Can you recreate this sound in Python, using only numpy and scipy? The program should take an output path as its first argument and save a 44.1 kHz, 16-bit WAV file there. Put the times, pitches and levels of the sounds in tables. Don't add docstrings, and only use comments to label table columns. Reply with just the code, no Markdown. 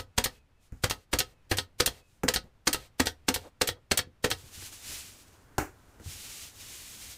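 import sys
import numpy as np
from scipy import signal
from scipy.fft import rfft, irfft, next_fast_len
from scipy.io import wavfile
from scipy.ndimage import map_coordinates

SR = 44100
rng = np.random.default_rng(int(sys.argv[2]) if len(sys.argv) > 2 else 0)


def generate_wav(sig):
    pcm = np.round(np.clip(np.atleast_2d(sig).T, -1, 1) * 32767).astype(np.int16)
    wavfile.write(sys.argv[1], SR, pcm)


N = 316354

# start in seconds, crack level in dB, valve spit level in dB,
# counter thump level in dB, plank knock level in dB, plank pitch in Hz.
SHOTS = [(0.1787, -21, -36, -25.5, -31, 245), (0.8377, -24.5, -32.5, -22, -32, 370),
         (1.1309, -25.5, -32, -25.5, -30, 330), (1.513, -33.5, -30, -26.5, -32, 340),
         (1.801, -20, -30.5, -32.5, -25, 419.5), (2.2821, -20.5, -39.5, -32, -25.5, 480),
         (2.6716, -19.5, -33, -39, -27, 225), (2.9978, -21.5, -33, -31.5, -23.5, 235),
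         (3.2834, -21.5, -35.5, -32.5, -23.5, 230), (3.613, -21, -39, -39, -27, 490),
         (3.913, -21, -39.5, -32, -27.5, 280), (4.242, -26.5, -32, -32.5, -22.5, 370)]
# start in seconds, exhaust puff level in dB, refill hiss level in dB,
# piston return time in seconds, piston clack level in dB.
RELEASES = [(-.03, -26.5, -81.5, 0.022, -28.5), (0.239, -22.5, -49.5, 0.02, -28.5),
            (0.8963, -28.5, -52.5, .014, -26.5), (1.1861, -21.5, -51, 0.017, -23.5),
            (1.569, -30, -74, 0.016, -24), (1.859, -20, -45, 0.017, -28),
            (2.3371, -24.5, -59, .0234, -23.5), (2.728, -23, -42.5, 0.018, -29),
            (3.0558, -30, -65.5, 0.014, -24.5), (3.34, -25, -46, 0.021, -32.5),
            (3.672, -25.5, -71.5, 0.017, -27), (3.9728, -20, -77.5, 0.018, -25),
            (4.301, -29.5, -67, 0.013, -24)]
# start in seconds, thump level in dB, knock level in dB,
# rap level in dB, t60 of the rap's slow part in seconds.
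BUMPS = [(.722, -34.5, -47, -55.5, 0.32), (2.2343, -32, -22.5, -29, 0.1), (2.44, -47.5, -55.5, -64.5, .12),
         (4.069, -49, -52.5, -76, .09), (4.437, -48.5, -81, -78, 0.11), (4.576, -44, -59, -60, 0.072),
         (4.623, -52, -67, -49.5, 0.055), (4.728, -70, -75, -58.5, 0.058), (5.582, -26.5, -39, -21.5, 0.23),
         (5.998, -48, -49.5, -52, 0.39), (6.06, -32.5, -58, -59, .05)]
# time in seconds, hiss level in dB.
PALM_STROKES = [
    [(4.38, -54), (4.504, -57), (4.552, -48), (4.67, -44), (4.71, -54)],
    [(4.73, -45), (4.774, -52.5), (4.922, -39), (5.286, -63.5), (5.52, -73)],
    [(5.97, -69.5), (5.986, -69), (6.086, -45), (6.434, -45), (6.53, -56.5)],
    [(6.54, -56.5), (6.608, -45.5), (6.904, -47.5), (7.116, -44.5), (7.17, -52.5)],
]
# middle in seconds, half length in seconds, level in dB.
HAND_SHIFTS = [(.648, 0.039, -68.5), (.78, .05, -72), (2.122, 0.096, -71.5)]
# middle in seconds, level in dB.
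SCUFFS = [(1.329, -69), (2.004, -64), (2.469, -62.5), (3.46, -49.5), (3.77, -63)]
# middle in seconds, level in dB.
CHIRPS = [(.14, -82.5), (0.369, -71), (.59, -78), (1.36, -78), (2.04, -70.5)]

# frequency in Hz, relative level in dB, t60 in seconds.
COUNTER_MODES = [(56, -8, 0.2), (72, 9, 0.046), (84.4, -4.5, 0.25), (116, 0, 0.068), (126, -13, 0.2)]
# frequency in Hz, relative level in dB, t60 in seconds.
PLANK_MODES = [(202, -3.5, 0.054), (240.7, -2, 0.095), (287, -2.5, .09), (337, -3.5, 0.063),
               (383.8, -4.5, 0.062), (430.2, -6.5, 0.11), (490, -1, .1), (520, -8.5, 0.14)]
# frequency in Hz, width in Hz, boost in dB at full share.
HOUSING_PEAKS = [(743, 70, 7.5), (898, 130, 5), (1277, 29, 8), (1505, 210, 5.5), (1868, 270, 8),
                 (2240, 130, 4.5), (2750, 120, 5.5), (3240, 300, 6), (4220, 620, 4.5), (5900, 300, 0.5),
                 (6600, 1100, 2.5), (8130, 500, 3), (9600, 380, 2)]
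# frequency in Hz, t60 in seconds.
WALL_T60 = [(100, 0.29), (500, 0.22), (2000, 0.14), (5000, 0.13), (14000, 0.067)]

# frequency in Hz, relative density in dB per Hz.
CRACK_SPECTRUM = [(100, -9), (400, -8.5), (700, -8), (1100, -4), (2500, -5), (3400, -5.5), (4400, 0),
                  (6000, -3.5), (9000, -4.5), (11000, -10.5), (15000, -13)]
# frequency in Hz, relative density in dB per Hz.
AIR_SPECTRUM = [(40, -11), (90, 11), (200, -8.5), (500, 4.5), (700, -2.5), (1300, -6.5), (2300, -0.5),
                (4800, 1), (7000, -1), (9000, -0.5), (11800, -5.5), (13700, -0.5), (15500, -9)]
# frequency in Hz, relative density in dB per Hz.
PISTON_SPECTRUM = [(60, -8.5), (250, -9), (520, -5), (1100, -4), (1850, -3.5), (2400, -5.5), (3300, 1.5),
                   (5400, 1.5), (7000, -10), (9000, -6), (11000, -18), (15000, -22.5)]
# frequency in Hz, relative dB per Hz.
PLANK_RAP_SPECTRUM = [(60, -11.5), (180, -6.5), (300, -4.5), (520, -3), (650, -5), (1000, -9), (1800, -7),
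                      (3000, -11), (6000, -17.5), (15000, -29)]
# frequency in Hz, relative density in dB per Hz.
BUMP_RAP_SPECTRUM = [(60, -31.5), (180, -15.5), (300, 7), (560, -2.5), (780, 1), (1050, -6.5), (1450, -0.5),
                     (2000, -8), (2700, -12), (3300, -24.5), (4800, -22), (7000, -14.5), (10000, -23.5),
                     (15000, -21)]
# frequency in Hz, relative density in dB per Hz.
PALM_SPECTRUM = [(200, -25.5), (700, -15), (1000, -16), (1800, -3.5), (2800, 0.5), (4600, 0), (7100, 1.5),
                 (10000, -2.5), (14200, -7), (15500, -7.5)]
# frequency in Hz, relative dB per Hz.
RUMBLE_SPECTRUM = [(25, -12), (55, -3), (100, -2.5), (160, -13.5), (250, -11.5), (600, -18), (1500, -19.5),
                   (4000, -40)]
# frequency in Hz, relative density in dB per Hz.
BACKGROUND_SPECTRUM = [(25, 1.5), (60, 0), (110, -2), (170, -10.5), (370, -16.5), (800, -20.5), (1500, -23),
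                       (2600, -26.5), (6000, -35.5), (11000, -41), (15500, -45)]

TOP_HZ = 15400
HIT_S = np.arange(SR // 2) / SR

CHIRP_HZ = 2600
SCUFF_HALF_S, SCUFF_HZ = 0.025, 505

STROKE_REF_DB, RUMBLE_DB, RUMBLE_DB_PER_DB, LEAN_DB = -45.5, -66.5, 2.2, -59.5

BUMP_HZ, BUMP_DB_PER_OCTAVE = 241, 17

CLACK_REF_DB, CLACK_TILT_DB_PER_OCTAVE, CLACK_TILT_PER_DB = -23, -0.06, 0.42
JOLT_DB = -35.5

PUFF_REF_DB, PUFF_RISE_S, PUFF_T60_S, PUFF_TILT_DB_PER_OCTAVE = -21, 0.0019, 0.061, 2
PUFF_DOUBLING_DB, PUFF_TILT_PER_DB = 10, 0.12

SPIT_REF_DB, TICK_LEAD_S, LEAD_DOUBLING_DB, TICK_DB = -32, 0.02, 17.5, -11.5
CRACK_REF_DB, CRACK_TILT_DB_PER_OCTAVE, CRACK_TILT_PER_DB = -18.5, -0.5, 0.17
RAP_DB, RAP_DB_PER_DB = -26.5, 0.22


def amp(db):
    return 10 ** (np.asarray(db) / 20)


def unit(x):
    return x / np.sqrt(np.mean(x ** 2) + 1e-20)


def packed(x):
    return x / np.sqrt(np.sum(x ** 2) / (SR / 100) + 1e-20)


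def along(points, hz):
    point_hz, values = np.transpose(points)
    return np.interp(np.log(hz + 1), np.log(point_hz), values)


def fade(t60_s):
    return np.exp(-np.log(1000) * HIT_S / np.maximum(t60_s, 1e-3))


def swell(rise_s):
    return 1 - np.exp(-(HIT_S / max(rise_s, 1e-4)) ** 2)


def white():
    return rng.standard_normal(len(HIT_S))


def add(track, start_s, x):
    start = round(start_s * SR)
    x = x[max(-start, 0):N - start]
    track[max(start, 0):][:len(x)] += x


def coloured(x, spectrum, housing=0, tilt_db=0):
    n = len(HIT_S)
    hz = np.fft.rfftfreq(n, 1 / SR)
    peaks_db = sum(db / (1 + (2 * (hz - f) / width) ** 2) for f, width, db in HOUSING_PEAKS)
    octaves = np.log2(np.maximum(hz, 500) / 500)
    gain = amp(along(spectrum, hz) + housing * peaks_db + tilt_db * octaves)
    cepstrum = irfft(np.log(gain), n)
    response = np.exp(rfft(2 * cepstrum[:n // 2], n))
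    return packed(irfft(rfft(x) * response, n))


def rush(spectrum):
    n = next_fast_len(N, real=True)
    gain = amp(along(spectrum, np.fft.rfftfreq(n, 1 / SR)))
    noise = rng.standard_normal(n)
    return unit(irfft(rfft(noise) * gain, n)[:N])


def wobble(knots_per_s):
    knots = rng.standard_normal(int(N * knots_per_s / SR) + 4)
    return map_coordinates(knots, [np.arange(N) * knots_per_s / SR])


def ring(modes, rise_s, scatter_db, detune):
    out = 0
    for hz, db, t60_s in modes:
        level_draw, pitch_draw, phase = rng.standard_normal(3)
        mode_hz = hz * (1 + detune * pitch_draw)
        tone = np.sin(2 * np.pi * (mode_hz * HIT_S + phase))
        out = out + amp(db + scatter_db * level_draw) * fade(t60_s) * tone
    return packed(swell(rise_s) * out)


def wood(thump_db, knock_db, knock_hz):
    plank_modes = [(hz, db - 9 * abs(np.log2(hz / knock_hz)), t60_s) for hz, db, t60_s in PLANK_MODES]
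    thump = ring(COUNTER_MODES, 0.0029, scatter_db=1.0, detune=0.061)
    knock = ring(plank_modes, 0.003, scatter_db=2.5, detune=0.028)
    return amp(thump_db) * thump + amp(knock_db) * knock


def background():
    return amp(-64 + 1.1 * wobble(2.6)) * rush(BACKGROUND_SPECTRUM)


def chirps():
    t = np.arange(N) / SR
    waver = 0.012 * wobble(130)
    out = np.zeros(N)
    for middle_s, db in CHIRPS:
        dt = t - middle_s
        pitch_hz = CHIRP_HZ * (1 - 0.34 * dt - 4 * dt ** 2 + waver)
        tone = np.sin(2 * np.pi * np.cumsum(pitch_hz) / SR)
        out += amp(db) * np.exp(-(dt / 0.066) ** 2) * tone
    return out * amp(2 * wobble(70))


def scuffs():
    t = np.arange(N) / SR
    drags = sum(amp(db) * np.exp(-((t - middle_s) / SCUFF_HALF_S) ** 2) for middle_s, db in SCUFFS)
    spectrum = [(SCUFF_HZ / 6, -20), (SCUFF_HZ, 0), (SCUFF_HZ * 2, -9), (SCUFF_HZ * 12, -45)]
    return drags * amp(1.4 * wobble(81)) * rush(spectrum)


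def palm():
    t = np.arange(N) / SR
    point_s, point_db = np.concatenate(PALM_STROKES).T
    stroke_db = np.interp(t, point_s, point_db)
    touching = np.clip((t - point_s[0]) / 0.035 + 1, 0, 1)
    shifts = sum(amp(db) * np.exp(-((t - middle_s) / half_s) ** 2) for middle_s, half_s, db in HAND_SHIFTS)
    hiss = (touching * amp(stroke_db) + shifts) * amp(wobble(39)) * rush(PALM_SPECTRUM)
    shake = amp(LEAN_DB) + amp(RUMBLE_DB + RUMBLE_DB_PER_DB * (stroke_db - STROKE_REF_DB))
    rumble = touching * shake * amp(0.58 * wobble(28)) * rush(RUMBLE_SPECTRUM)
    return hiss + rumble


def bumps():
    out = np.zeros(N)
    for start_s, thump_db, knock_db, rap_db, t60_s in BUMPS:
        knock_hz = BUMP_HZ * 2 ** ((rap_db - knock_db) / BUMP_DB_PER_OCTAVE)
        contact = white() * (fade(t60_s) + 2.4 * fade(0.015))
        rap = coloured(contact, BUMP_RAP_SPECTRUM, tilt_db=0.5)
        add(out, start_s, wood(thump_db, knock_db, knock_hz) + amp(rap_db) * rap)
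    return out


def piston():
    out = np.zeros(N)
    for start_s, _, _, return_s, db in RELEASES:
        clack_s = start_s + return_s
        contact = white() * (fade(0.006) + 0.62 * fade(0.065))
        tilt_db = CLACK_TILT_DB_PER_OCTAVE + CLACK_TILT_PER_DB * (db - CLACK_REF_DB)
        add(out, clack_s, amp(db) * coloured(contact, PISTON_SPECTRUM, housing=1.1, tilt_db=tilt_db))
        add(out, clack_s - 0.004, wood(thump_db=JOLT_DB, knock_db=JOLT_DB - 1.5, knock_hz=480))
    return out


def exhaust():
    out = np.zeros(N)
    refill_shape = swell(0.026) / (1 + (HIT_S / 0.15) ** 20) * fade(0.96)
    for start_s, db, refill_db, _, _ in RELEASES:
        t60_s = PUFF_T60_S * 2 ** ((PUFF_REF_DB - db) / PUFF_DOUBLING_DB)
        tilt_db = PUFF_TILT_DB_PER_OCTAVE + PUFF_TILT_PER_DB * (db - PUFF_REF_DB)
        burst = white() * swell(PUFF_RISE_S) * fade(t60_s)
        puff = coloured(burst, AIR_SPECTRUM, housing=1.0, tilt_db=tilt_db)
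        refill = coloured(white() * refill_shape, AIR_SPECTRUM, housing=0.7, tilt_db=-2.0)
        add(out, start_s, amp(db) * puff)
        add(out, start_s, amp(refill_db) * refill)
    return out


def shots():
    out = np.zeros(N)
    chatter = swell(0.0009) / (1 + (HIT_S / 0.0053) ** 4)
    bumper_shape = chatter + 0.098 * fade(0.15)
    for start_s, crack_db, spit_db, thump_db, knock_db, knock_hz in SHOTS:
        lead_s = TICK_LEAD_S * 2 ** ((spit_db - SPIT_REF_DB) / LEAD_DOUBLING_DB)
        tick = coloured(white() * swell(0.015) * fade(0.18), AIR_SPECTRUM)
        add(out, start_s - lead_s, amp(spit_db + TICK_DB) * tick)
        spit = coloured(white() * swell(0.0075) * fade(0.055), AIR_SPECTRUM, housing=0.6)
        add(out, start_s - 0.0052, amp(spit_db) * spit)

        tilt_db = CRACK_TILT_DB_PER_OCTAVE + CRACK_TILT_PER_DB * (crack_db - CRACK_REF_DB)
        pin_hit = coloured(white() * fade(0.011), CRACK_SPECTRUM, housing=2.0, tilt_db=tilt_db - 1.5)
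        add(out, start_s, amp(crack_db - 6.5) * pin_hit)
        bumper = coloured(white() * bumper_shape, CRACK_SPECTRUM, housing=0.46, tilt_db=tilt_db)
        add(out, start_s + 0.0028, amp(crack_db) * bumper)

        rap_db = RAP_DB + RAP_DB_PER_DB * (CRACK_REF_DB - crack_db)
        rap = coloured(white() * swell(0.0013) * fade(0.094), PLANK_RAP_SPECTRUM, housing=0.42)
        add(out, start_s, wood(thump_db, knock_db, knock_hz) + amp(rap_db) * rap)
    return out


def cabin(x, wet_db, early_db):
    hz, t, bins = signal.stft(white(), SR, nperseg=256)
    decay = np.exp(-np.log(1000) * t / along(WALL_T60, hz)[:, None])
    tail = signal.istft(bins * decay, SR, nperseg=256)[1][:len(HIT_S)] * swell(0.0081)
    early = white() ** 3 * swell(0.0019) * fade(0.084)
    echo = amp(wet_db) * tail / np.linalg.norm(tail) + amp(early_db) * early / np.linalg.norm(early)
    return x + signal.fftconvolve(x, echo)[:N]


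def scene():
    hits = shots() + exhaust() + piston() + bumps()
    place_starts_s = [row[0] - 0.02 for row in SHOTS[1:]]
    place = np.searchsorted(place_starts_s, np.arange(N) / SR)
    heard = sum(cabin(hits * (place == k), wet_db=-17.5, early_db=-12.5) for k in range(len(SHOTS)))
    return (background() + chirps() + scuffs() + palm() + amp(-0.55) * heard)[None]


def record(dry):
    n = next_fast_len(N + len(HIT_S), real=True)
    hz = np.fft.rfftfreq(n, 1 / SR)
    return irfft(rfft(dry, n) / np.sqrt(1 + (hz / TOP_HZ) ** 200), n)[:, :N]


dry = scene()
out = record(dry)
generate_wav(out)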